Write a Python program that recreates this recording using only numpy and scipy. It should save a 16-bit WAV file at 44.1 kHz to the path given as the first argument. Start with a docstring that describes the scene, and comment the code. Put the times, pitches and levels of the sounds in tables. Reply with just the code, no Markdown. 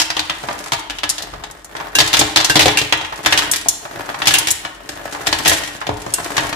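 """A sharp crack, then a clatter: rough stones drop by the handful onto a pile in a deep metal pot.
Each impact excites a stone's brief modes; the stone rocks and the pot's hollow smears and colours it.
A few stones ring the wall or shake the bottom. Between handfuls a hand churns the plastic basin
they are scooped from. A phone close by hears it all in a small, hard kitchen."""
import sys
import numpy as np
from scipy import signal
from scipy.fft import rfft, irfft, next_fast_len
from scipy.io import wavfile
from scipy.ndimage import uniform_filter1d

SR = 44100
rng = np.random.default_rng(int(sys.argv[2]) if len(sys.argv) > 2 else 0)


def digitize_waveform(pressure):
    """Quantize a signal to 16-bit integers and store it at the path in sys.argv[1].

    Rows of a 2-D input are taken as channels; values are limited to [-1, 1].
    """
    field = np.atleast_2d(pressure).T
    bounded = np.clip(field, -1, 1)
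    quanta = np.round(bounded * 32767).astype(np.int16)
    wavfile.write(sys.argv[1], SR, quanta)


N = 288855

# stones landing: start_s, level_db, pitch_hz, brightness_db_per_octave, weight_db, tip_s (0 = lies still)
LANDINGS = [(0.0, -9.5, 5500, 0.5, -9, 0.016), (0.102, -17.5, 5290, -2.5, -7, 0.00038),
            (.167, -16.5, 3140, -2.5, 4, 0), (.193, -13.5, 3830, -1, -9, 0), (.297, -16.5, 2970, -4, -2, 0),
            (.72, -12, 990, -0.5, -5, 0.013), (0.898, -22, 3070, -1, -2, .007),
            (0.985, -25, 3010, -0.5, -15, 0), (1.033, -16.5, 2880, -3, 0, 0.0052),
            (1.181, -23, 4150, 1.5, -5, 0), (1.222, -29.5, 5060, 5, -6, 0.00062),
            (1.437, -27, 7360, -3.5, 3, 0.0023), (1.766, -26.5, 1590, 0, 3, 0),
            (1.952, -14, 1570, 6, 8, 0.0016), (1.986, -3.5, 4460, -0.5, -2.5, 0.016),
            (2.008, -18.5, 3270, 6, -3, 0), (2.075, -20.5, 7920, 3, -4, 0.003),
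            (2.13, -12, 3740, 1.5, -6, 0), (2.137, -8.5, 3800, -1, -4, 0.0063),
            (2.169, -9.5, 2090, 1.5, -2, 0), (2.192, -10, 7300, 4.5, 5, 0.0018),
            (2.212, -11, 4600, -2, 11, 0), (2.36, -5, 4710, -1, -1, 0.011),
            (2.401, -13.5, 4990, -2, 1.5, 0.0082), (2.445, -12, 6200, 2.5, -8, 0.0027),
            (2.497, -12.5, 1390, 3, 8.5, 0.0045), (2.556, -6.5, 3580, -0.5, 10, 0.0094),
            (2.593, -5.5, 2490, 0, 1, 0.014), (2.618, -11.5, 3870, 0.5, -6, .01),
            (2.657, -8, 3400, 0, 15, 0), (2.68, -12, 3010, -2.5, 6, 0.00093),
            (2.772, -10, 2640, 2.5, -17, 0.015), (2.814, -19.5, 3400, 0.5, 11, 0.00092),
            (2.924, -7.5, 2730, -2, 1.5, 0), (3.011, -23.5, 3120, -3, 7, 0),
            (3.047, -26, 2350, -3.5, -9, 0.00046), (3.248, -25, 2600, -2, -6, 0),
            (3.26, -5.5, 1740, -1, -0.5, 0), (3.324, -8, 2050, -1.5, -4.5, 0.0042),
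            (3.375, -9, 2900, 1, -10, 0.014), (3.421, -22, 1180, -6, 1, 0), (3.535, -13, 2000, 2.5, -34, 0),
            (3.56, -19, 2120, 7, -28, 0), (4.219, -16.5, 3320, -5, -8, 0),
            (4.256, -17.5, 2400, 0, -13, .006), (4.271, -5.5, 2570, 2.5, -4, 0.0095),
            (4.308, -14, 1670, 0.5, -4, 0.0038), (4.34, -9, 2620, 1.5, -13, 0.012),
            (4.383, -14.5, 990, 2.5, -14, 0.0015), (4.471, -14.5, 2220, 4, -1, 0.013),
            (4.65, -22.5, 1300, -4, 4, 0), (4.89, -25.5, 1700, 3, 8, 0.0025), (5.263, -28, 3000, -2, -9, 0),
            (5.269, -12, 1870, 1, 1, 0.0039), (5.327, -9.5, 4340, -3, -0.5, 0),
            (5.387, -21, 1900, 4.5, 6, 0), (5.449, -19.5, 2600, 2, -4, 0.0031),
            (5.458, -9.5, 1870, -1, 0.5, 0.011), (5.478, -8, 1870, 5.5, 0.5, 0.017),
            (5.515, -15, 1870, -2, 9, 0.0048), (5.635, -22.5, 1900, 0.5, -4, 0),
            (5.868, -22, 2340, -1.5, 14, 0), (6.367, -17, 1970, 0.5, -9, 0.0018),
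            (6.379, -12.5, 1960, -3, 5, 0.00059), (6.527, -19.5, 2000, -3, 7, 0)]
# spectrum of a dry stone's crack: frequency_hz, gain_db
CRACK_SPECTRUM = [(25, -37), (70, -9.5), (140, -1), (220, -13.5), (500, -2), (900, 12.5), (2200, 2.5),
                  (3600, -0.5), (7000, 5.5), (11000, 1), (15500, -6)]
# limits of the thud, knock, clack and chink bands: edge_hz
BAND_EDGES_HZ = [200, 650, 2000, 6000, 15000]
# band balance of each kind of blow: thud_db, knock_db, clack_db, chink_db
LANDING_BANDS = [-16, -13.5, -0.67, -14.5]
CHIP_BANDS = [-28, -34.5, -10, -1.8]
KNOCK_BANDS = [-7, -2, -6.5, -24.5]
# small chips hitting the stones: start_s, level_db, pitch_hz
CHIPS = [(0.795, -32.5, 5500), (1.092, -14.5, 5000), (1.099, -13, 4940), (1.511, -36, 6940),
         (1.645, -35.5, 6900), (3.514, -12.5, 8500), (3.685, -7, 6500), (4.338, -14, 9600),
         (4.385, -14, 9600), (4.505, -14, 6000), (4.511, -12.5, 9200), (5.477, -17, 10000),
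         (6.138, -12.5, 8200)]
# blows on the pot's bare wall and on its bottom: start_s, level_db, lowest_mode_db
WALL_HITS = [(1.953, -13, -5), (2.499, -18, 8), (2.773, -15, -12), (4.341, -13, -14), (6.141, -32, -14)]
BOTTOM_HITS = [(2.559, -27.5, 13.5), (2.658, -21, 2)]
# modes of the pot: pitch_hz, level_db, t60_s
WALL_MODES = [(1570, 0, 0.18), (1570, -10, .07), (1680, -7, 0.15), (1720, -7, 0.12), (2760, 4, 0.19),
              (3500, -11, 0.21), (3870, -6, 0.14), (5800, -24, .1), (7400, -22, .06)]
BOTTOM_MODES = [(314, 9.5, 0.088), (442, -8, 0.071), (510, 14, 0.077), (592, 6, 0.061), (725, 12, 0.11)]  # damped by the load
HOLLOW_MODES = [(82.1, 3.5, 0.54), (144.6, -9, 0.25), (294.8, 8, 0.49), (333, 5.5, 0.68), (425.3, 7, 0.47),
                (600, -2, 0.024), (677, -12, 0.14), (758.7, 1.5, 0.24), (874, -14, 0.18), (1080, 1, 0.43),
                (1038, -7, 0.11), (1630, -26, .2), (1698, 2, 0.21), (1870, 0.5, 0.075), (1930, -9, 0.46)]  # the cavity and the counter under it
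JOLT_MODES = [(80.8, -6, 0.39), (138.2, -3, 0.32), (302.7, -3, 0.32), (315.4, -1, 0.55), (753, 3.5, 0.1),
              (1780, -13, 0.13)]  # pot and counter shaken by a landing
# stones tumbling in the basin: start_s, level_db, weight_db
KNOCKS = [(.437, -28, 5), (.486, -19, -3), (.51, -23.5, 1), (.661, -29, -6), (1.337, -28.5, 2),
          (1.751, -28.5, 2), (1.8, -25, -8), (3.124, -25, -13), (3.66, -29, 6), (3.852, -29.5, 1.5),
          (3.971, -40.5, 15), (4.09, -22, -11), (4.143, -22, -12), (5.148, -24, -12), (5.078, -31.5, -12),
          (5.814, -23, -13), (5.891, -21.5, 12.5), (6.064, -27.5, 7), (6.184, -28, 1), (6.425, -26, 8)]
# the hand digging through the basin: start_s, hold_s, churn_db, grit_db
SCOOPS = [(0.334, .3, -36, -38.5), (1.194, .2, -38, -59), (1.81, .2, -35, -57), (3.16, .3, -33.5, -42),
          (3.98, .33, -32, -41), (4.915, .25, -35, -45), (5.152, .53, -32.5, -36), (6.13, .37, -31, -34)]
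# spectra of the noises and of the kitchen's echo: frequency_hz, gain_db
CHURN_SPECTRUM = [(60, -16), (130, -1), (230, -3.5), (320, 1), (480, -1.5), (700, 0.5), (1050, -2.5),
                  (1500, -1.5), (2200, -8), (3500, -12.5), (7000, -23)]
GRIT_SPECTRUM = [(400, -40), (1500, 6.5), (3500, 3.5), (7000, 4), (11000, -2.5), (15500, -17)]
RUMBLE_SPECTRUM = [(18, -55), (30, -35), (42, 12), (60, -1), (90, -12), (200, -15), (1000, -116)]
AIR_SPECTRUM = [(20, -25), (40, -12), (150, 32), (400, 40), (1000, -15), (2500, -38), (8000, -38),
                (15000, -67)]
ECHO_SPECTRUM = [(60, 10.5), (300, -2.5), (1000, 3.5), (3000, 1), (7000, -3.5), (15000, -7)]
# imbalance of the two microphones: frequency_hz, left_minus_right_db
MIC_IMBALANCE = [(80, 2), (300, 5), (550, -0.5), (1000, 4), (1800, 0), (7000, -1), (8800, 1), (11000, 7.5),
                 (15000, -3)]
SIDES = np.array([[1], [-1]])  # left, right


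def falling_stones(t60=0.099, pan_db=1.2):
    """Contact shapes an impact's spectrum: corners sound bright, flat faces dull, and weight adds a thud."""
    out, edges = np.zeros((2, N)), np.array(BAND_EDGES_HZ)
    octaves = np.log2(edges[:-1] / edges[2])  # from the clack band
    for start_s, level_db, pitch_hz, brightness, weight_db, tip_s in LANDINGS:
        shape_db = np.r_[weight_db, brightness * octaves[1:]]
        add(out, start_s, rocking_stone(level_db + shape_db + LANDING_BANDS, pitch_hz, tip_s, t60))
    return out * amp(SIDES * pan_db / 2)


def rocking_stone(band_db, pitch_hz, tip_s, t60, second_db=-2.5):
    """A stone that lands out of balance tips over and strikes again after tip_s."""
    lag = int(tip_s * SR)
    first, second = (weigh(impact(t60), band_db) for _ in range(2))
    first = np.pad(first, ((0, 0), (0, lag)))
    second = (lag > 0) * amp(second_db) * np.pad(second, ((0, 0), (lag, 0)))
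    return resonate(first + second, pitch_hz)


def impact(t60, ring_t60=0.027, ring_db=-6, tick_t60=0.022, tick_db=-2, rebound_s=0.0059, rebound_db=-9):
    """An impulse excites a stone's modes; it and two rebounds each give a tick and dense reflections."""
    mode_count, size = 14, 8192
    t = np.arange(size) / SR
    mode_hz = 1100 * 11 ** rng.random((mode_count, 1))  # every stone has its own shape
    strengths = rng.standard_normal((2, mode_count))
    mode_t60 = ring_t60 * 2 ** rng.uniform(-0.24, 0.48, (mode_count, 1))
    modes = np.sin(2 * np.pi * mode_hz * t) * fade(t, mode_t60)
    out = amp(ring_db) * unit(strengths @ modes)
    envelope = amp(tick_db) * unit(fade(t, tick_t60)) + unit(fade(t, t60))
    lag_s = 0
    for bounce in range(3):
        delayed = np.pad(envelope, (int(lag_s * SR), 0))[:size]
        out += amp(rebound_db * bounce) * delayed * rng.standard_normal((2, size))
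        lag_s += rebound_s * rng.uniform(0.33, 1.7)
    onset = 1 - np.exp(-t / 0.0005)  # rough surfaces take a moment to meet
    return widen(colour(out * onset, CRACK_SPECTRUM))


def weigh(x, band_db, window=256):
    """Mass sets spectral balance, heavy low and light high: each band's peak is brought toward band_db."""
    spectrum, edges = rfft(x.mean(axis=0)), np.array(BAND_EDGES_HZ)
    hz = np.arange(len(spectrum)) * SR / x.shape[-1]
    bands = irfft(spectrum * ((hz >= edges[:-1, None]) & (hz < edges[1:, None])))
    power = uniform_filter1d(bands ** 2, window, axis=1, mode="constant")
    peak_db = 10 * np.log10(power.max(axis=1))
    centre_hz = np.sqrt(edges[:-1] * edges[1:])
    return colour(x, np.column_stack([centre_hz, band_db - peak_db]))


def resonate(x, pitch_hz, gain_db=-1.5, q=3.1):
    """Resonance reinforces the band around a stone's natural frequency."""
    return x + amp(gain_db) * signal.lfilter(*signal.iirpeak(pitch_hz, q, fs=SR), x)


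def chips(t60=0.057, pan_db=2.5, cutoff_ratio=1.96):
    """Small bodies have high natural frequencies: chips chink and die away quickly."""
    out = np.zeros((2, N))
    for start_s, level_db, pitch_hz in CHIPS:
        lowpass = signal.butter(2, min(cutoff_ratio * pitch_hz, .45 * SR), fs=SR)
        chink = resonate(weigh(impact(t60), level_db + np.array(CHIP_BANDS)), pitch_hz)
        add(out, start_s, signal.lfilter(*lowpass, chink))
    return out * amp(SIDES * pan_db / 2)


def settling_grit(gain_db=-24, delay_s=0.047, t60=0.29, brightness_weight=2.24):
    """Each landing shakes grit loose with exponentially decaying energy; sharp corners shed the most."""
    jolts = np.zeros(N)
    for start_s, level_db, _, brightness, _, _ in LANDINGS:
        i = min(int((start_s + delay_s) * SR), N - 1)
        jolts[i] += amp(level_db + brightness_weight * brightness) ** 2
    energy = signal.fftconvolve(jolts, fade(np.arange(SR) / SR, t60) ** 2)[:N]
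    crackle = grains(GRIT_SPECTRUM, per_s=92, spread_db=1, t60=0.087)
    return widen(amp(gain_db) * np.sqrt(np.abs(energy)) * crackle)


def pot_ring(hits, modes):
    """Struck metal rings in damped modes; the point of impact sets the strength of the lowest."""
    out, t = np.zeros((2, N)), np.arange(SR // 2) / SR
    hz, mode_db, t60 = np.transpose(modes)[:, :, None]
    for start_s, level_db, lowest_mode_db in hits:
        phase = rng.uniform(-1.65, 1, (2, len(modes), 1))  # per microphone and mode
        gains = amp(level_db + mode_db + lowest_mode_db * (hz == hz.min()))
        partials = gains * fade(t, t60) * np.sin(2 * np.pi * hz * t + phase)
        add(out, start_s, partials.sum(axis=1))
    return out


def pot_boom(gain_db=-20, detune=0.015, weight_share=0.31):
    """Landings pass momentum to the pot, heavy stones most; the shifting load detunes its modes."""
    out, t = np.zeros((2, N)), np.arange(SR // 3) / SR
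    hz, mode_db, t60 = np.transpose(JOLT_MODES)[:, :, None]
    envelopes = amp(mode_db) * fade(t, t60)
    for start_s, level_db, _, _, weight_db, _ in LANDINGS:
        detuned_hz = hz * (1 + detune * rng.standard_normal(hz.shape))
        boom = (envelopes * np.sin(2 * np.pi * detuned_hz * t)).sum(axis=0)
        add(out, start_s, amp(gain_db + level_db + weight_share * weight_db) * boom[None])
    return out


def pot_hollow(x):
    """Forced vibration: the cavity and the counter resonate with the sound that drives them."""
    t = np.arange(SR // 2) / SR
    response = sum(amp(db) * 2 * np.log(1000) / (t60 * SR) * fade(t, t60) * np.cos(2 * np.pi * hz * t)
                   for hz, db, t60 in HOLLOW_MODES)  # each mode peaks at its listed gain
    return x + signal.fftconvolve(x, response[None], axes=1)[:, :N]


def basin_knocks(t60=0.15, pan_db=-2.5):
    """Impacts on plastic carry little treble: stones pushed aside knock dully, and heavy ones thud."""
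    out = np.zeros((2, N))
    for start_s, level_db, weight_db in KNOCKS:
        band_db = level_db + np.array([weight_db, 0, 0, 0]) + KNOCK_BANDS
        add(out, start_s, weigh(impact(t60), band_db))
    return out * amp(SIDES * pan_db / 2)


def basin_churn(churn_gain_db=-2.12, grit_gain_db=-1):
    """Friction under the hand: stones grind dully in the basin while grit crackles between them."""
    churn, grit = amp(-44), amp(-52.5)  # floors between scoops
    for start_s, hold_s, churn_db, grit_db in SCOOPS:
        effort = swell(start_s, hold_s, attack_s=0.14, release_s=0.13)
        churn = np.maximum(churn, amp(churn_db) * effort)
        grit = np.maximum(grit, amp(grit_db) * effort)
    grinding = grains(CHURN_SPECTRUM, per_s=260, spread_db=4.5, t60=0.041)
    crackle = grains(GRIT_SPECTRUM, per_s=290, spread_db=5.0, t60=0.059)
    return widen(amp(churn_gain_db) * churn * grinding + amp(grit_gain_db) * grit * crackle)


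def grains(spectrum, per_s, spread_db, t60, size=4096):
    """Small random contacts add incoherently, each a noise burst of uneven strength."""
    contacts = rng.random(N) < per_s / SR
    strength = np.minimum(rng.exponential(size=N), 4)
    impulses = contacts * amp(spread_db * strength) ** 2
    energy = signal.fftconvolve(impulses, fade(np.arange(size) / SR, t60) ** 2)[:N]
    bursts = unit(np.sqrt(np.abs(energy)) * rng.standard_normal((2, N)))
    return unit(colour(bursts, spectrum))


def kitchen(x, wet_db=-8, low_t60=0.68, high_t60=0.47, split_hz=4000, onset_s=0.0041):
    """Reverberation: hard walls return a diffuse tail whose treble dies first."""
    t = np.arange(SR) / SR
    low = butterworth(rng.standard_normal((2, SR)), 2, split_hz, "low")
    high = butterworth(rng.standard_normal((2, SR)), 2, split_hz, "high")
    onset = 1 - np.exp(-(t / onset_s) ** 2)
    tail = (low * fade(t, low_t60) + high * fade(t, high_t60)) * onset
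    tail = colour(widen(unit(tail)), ECHO_SPECTRUM) / np.sqrt(SR)
    return x + amp(wet_db) * signal.fftconvolve(x.mean(axis=0)[None], tail, axes=1)[:, :N]


def background(rumble_db=-50.5, bump_db=-35, air_db=-56):
    """Structure-borne handling rumble, with one low bump, lies over the still air of the room."""
    bump = amp(bump_db) * swell(start_s=1.34, hold_s=0.06, attack_s=0.032, release_s=0.055)
    rumble = unit(colour(rng.standard_normal(N), RUMBLE_SPECTRUM))
    air = widen(unit(colour(rng.standard_normal((2, N)), AIR_SPECTRUM)))
    return (amp(rumble_db) + bump) * rumble + amp(air_db) * air


def amp(db):
    """Decibels to amplitude ratio."""
    return 10 ** (np.asarray(db) / 20)


def unit(x):
    """Normalise to rms 1."""
    return x / np.sqrt(np.mean(x ** 2) + 1e-18)


def fade(t, t60):
    """Exponential damping, 60 dB down after t60 seconds."""
    return np.exp(-np.log(1000) * t / np.maximum(t60, 1e-3))


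def swell(start_s, hold_s, attack_s, release_s):
    """Exponential rise to 1 at start_s, a hold, then exponential decay."""
    t = np.arange(N) / SR - start_s
    return np.exp(np.minimum(t, 0) / attack_s - np.maximum(t - hold_s, 0) / release_s)


def colour(x, points):
    """Zero-phase filter through (frequency_hz, gain_db) points on a log axis."""
    hz, db = np.transpose(points)
    size = next_fast_len(x.shape[-1] + 512)
    bin_hz = np.maximum(np.arange(size // 2 + 1) * SR / size, 1)
    gain = amp(np.interp(np.log(bin_hz), np.log(hz), db))
    return irfft(rfft(x, size) * gain, size)[..., :x.shape[-1]]


def butterworth(x, order, cutoff_hz, kind):
    """Maximally flat low-pass or high-pass filter."""
    return signal.sosfilt(signal.butter(order, cutoff_hz, kind, fs=SR, output="sos"), x)


def widen(pair, split_hz=520):
    """Long waves reach both microphones in phase: of a mid and side pair, the side loses its bass."""
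    return pair[0] + SIDES * amp(-0.37) * butterworth(pair[1], 1, split_hz, "high")


def add(out, start_s, x):
    """Superpose x on out from start_s."""
    i = int(np.clip(start_s * SR, 0, N - 1))
    out[:, i:i + x.shape[-1]] += x[:, :N - i]


def scene():
    """Source and filter: stones sound through pot and kitchen; the pot's own ringing arrives directly."""
    ringing = pot_ring(WALL_HITS, WALL_MODES) + pot_ring(BOTTOM_HITS, BOTTOM_MODES) + pot_boom()
    stones = falling_stones() + chips() + settling_grit() + basin_knocks() + basin_churn()
    return kitchen(pot_hollow(stones)) + ringing + background()


def record(dry, knee=4, low_hz=35, top_hz=15300):
    """Two unlike microphones: saturation squashes the loudest cracks, band limits cut both extremes."""
    x = np.array([colour(channel, [(hz, side * db / 2) for hz, db in MIC_IMBALANCE])
                  for channel, side in zip(dry, (1, -1))])
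    x = x / (1 + np.abs(x) ** knee) ** (1 / knee)
    x = butterworth(x, 7, low_hz, "high")
    return signal.sosfilt(signal.ellip(8, .2, 70, top_hz, fs=SR, output="sos"), x)


dry = scene()
out = record(dry)
digitize_waveform(out)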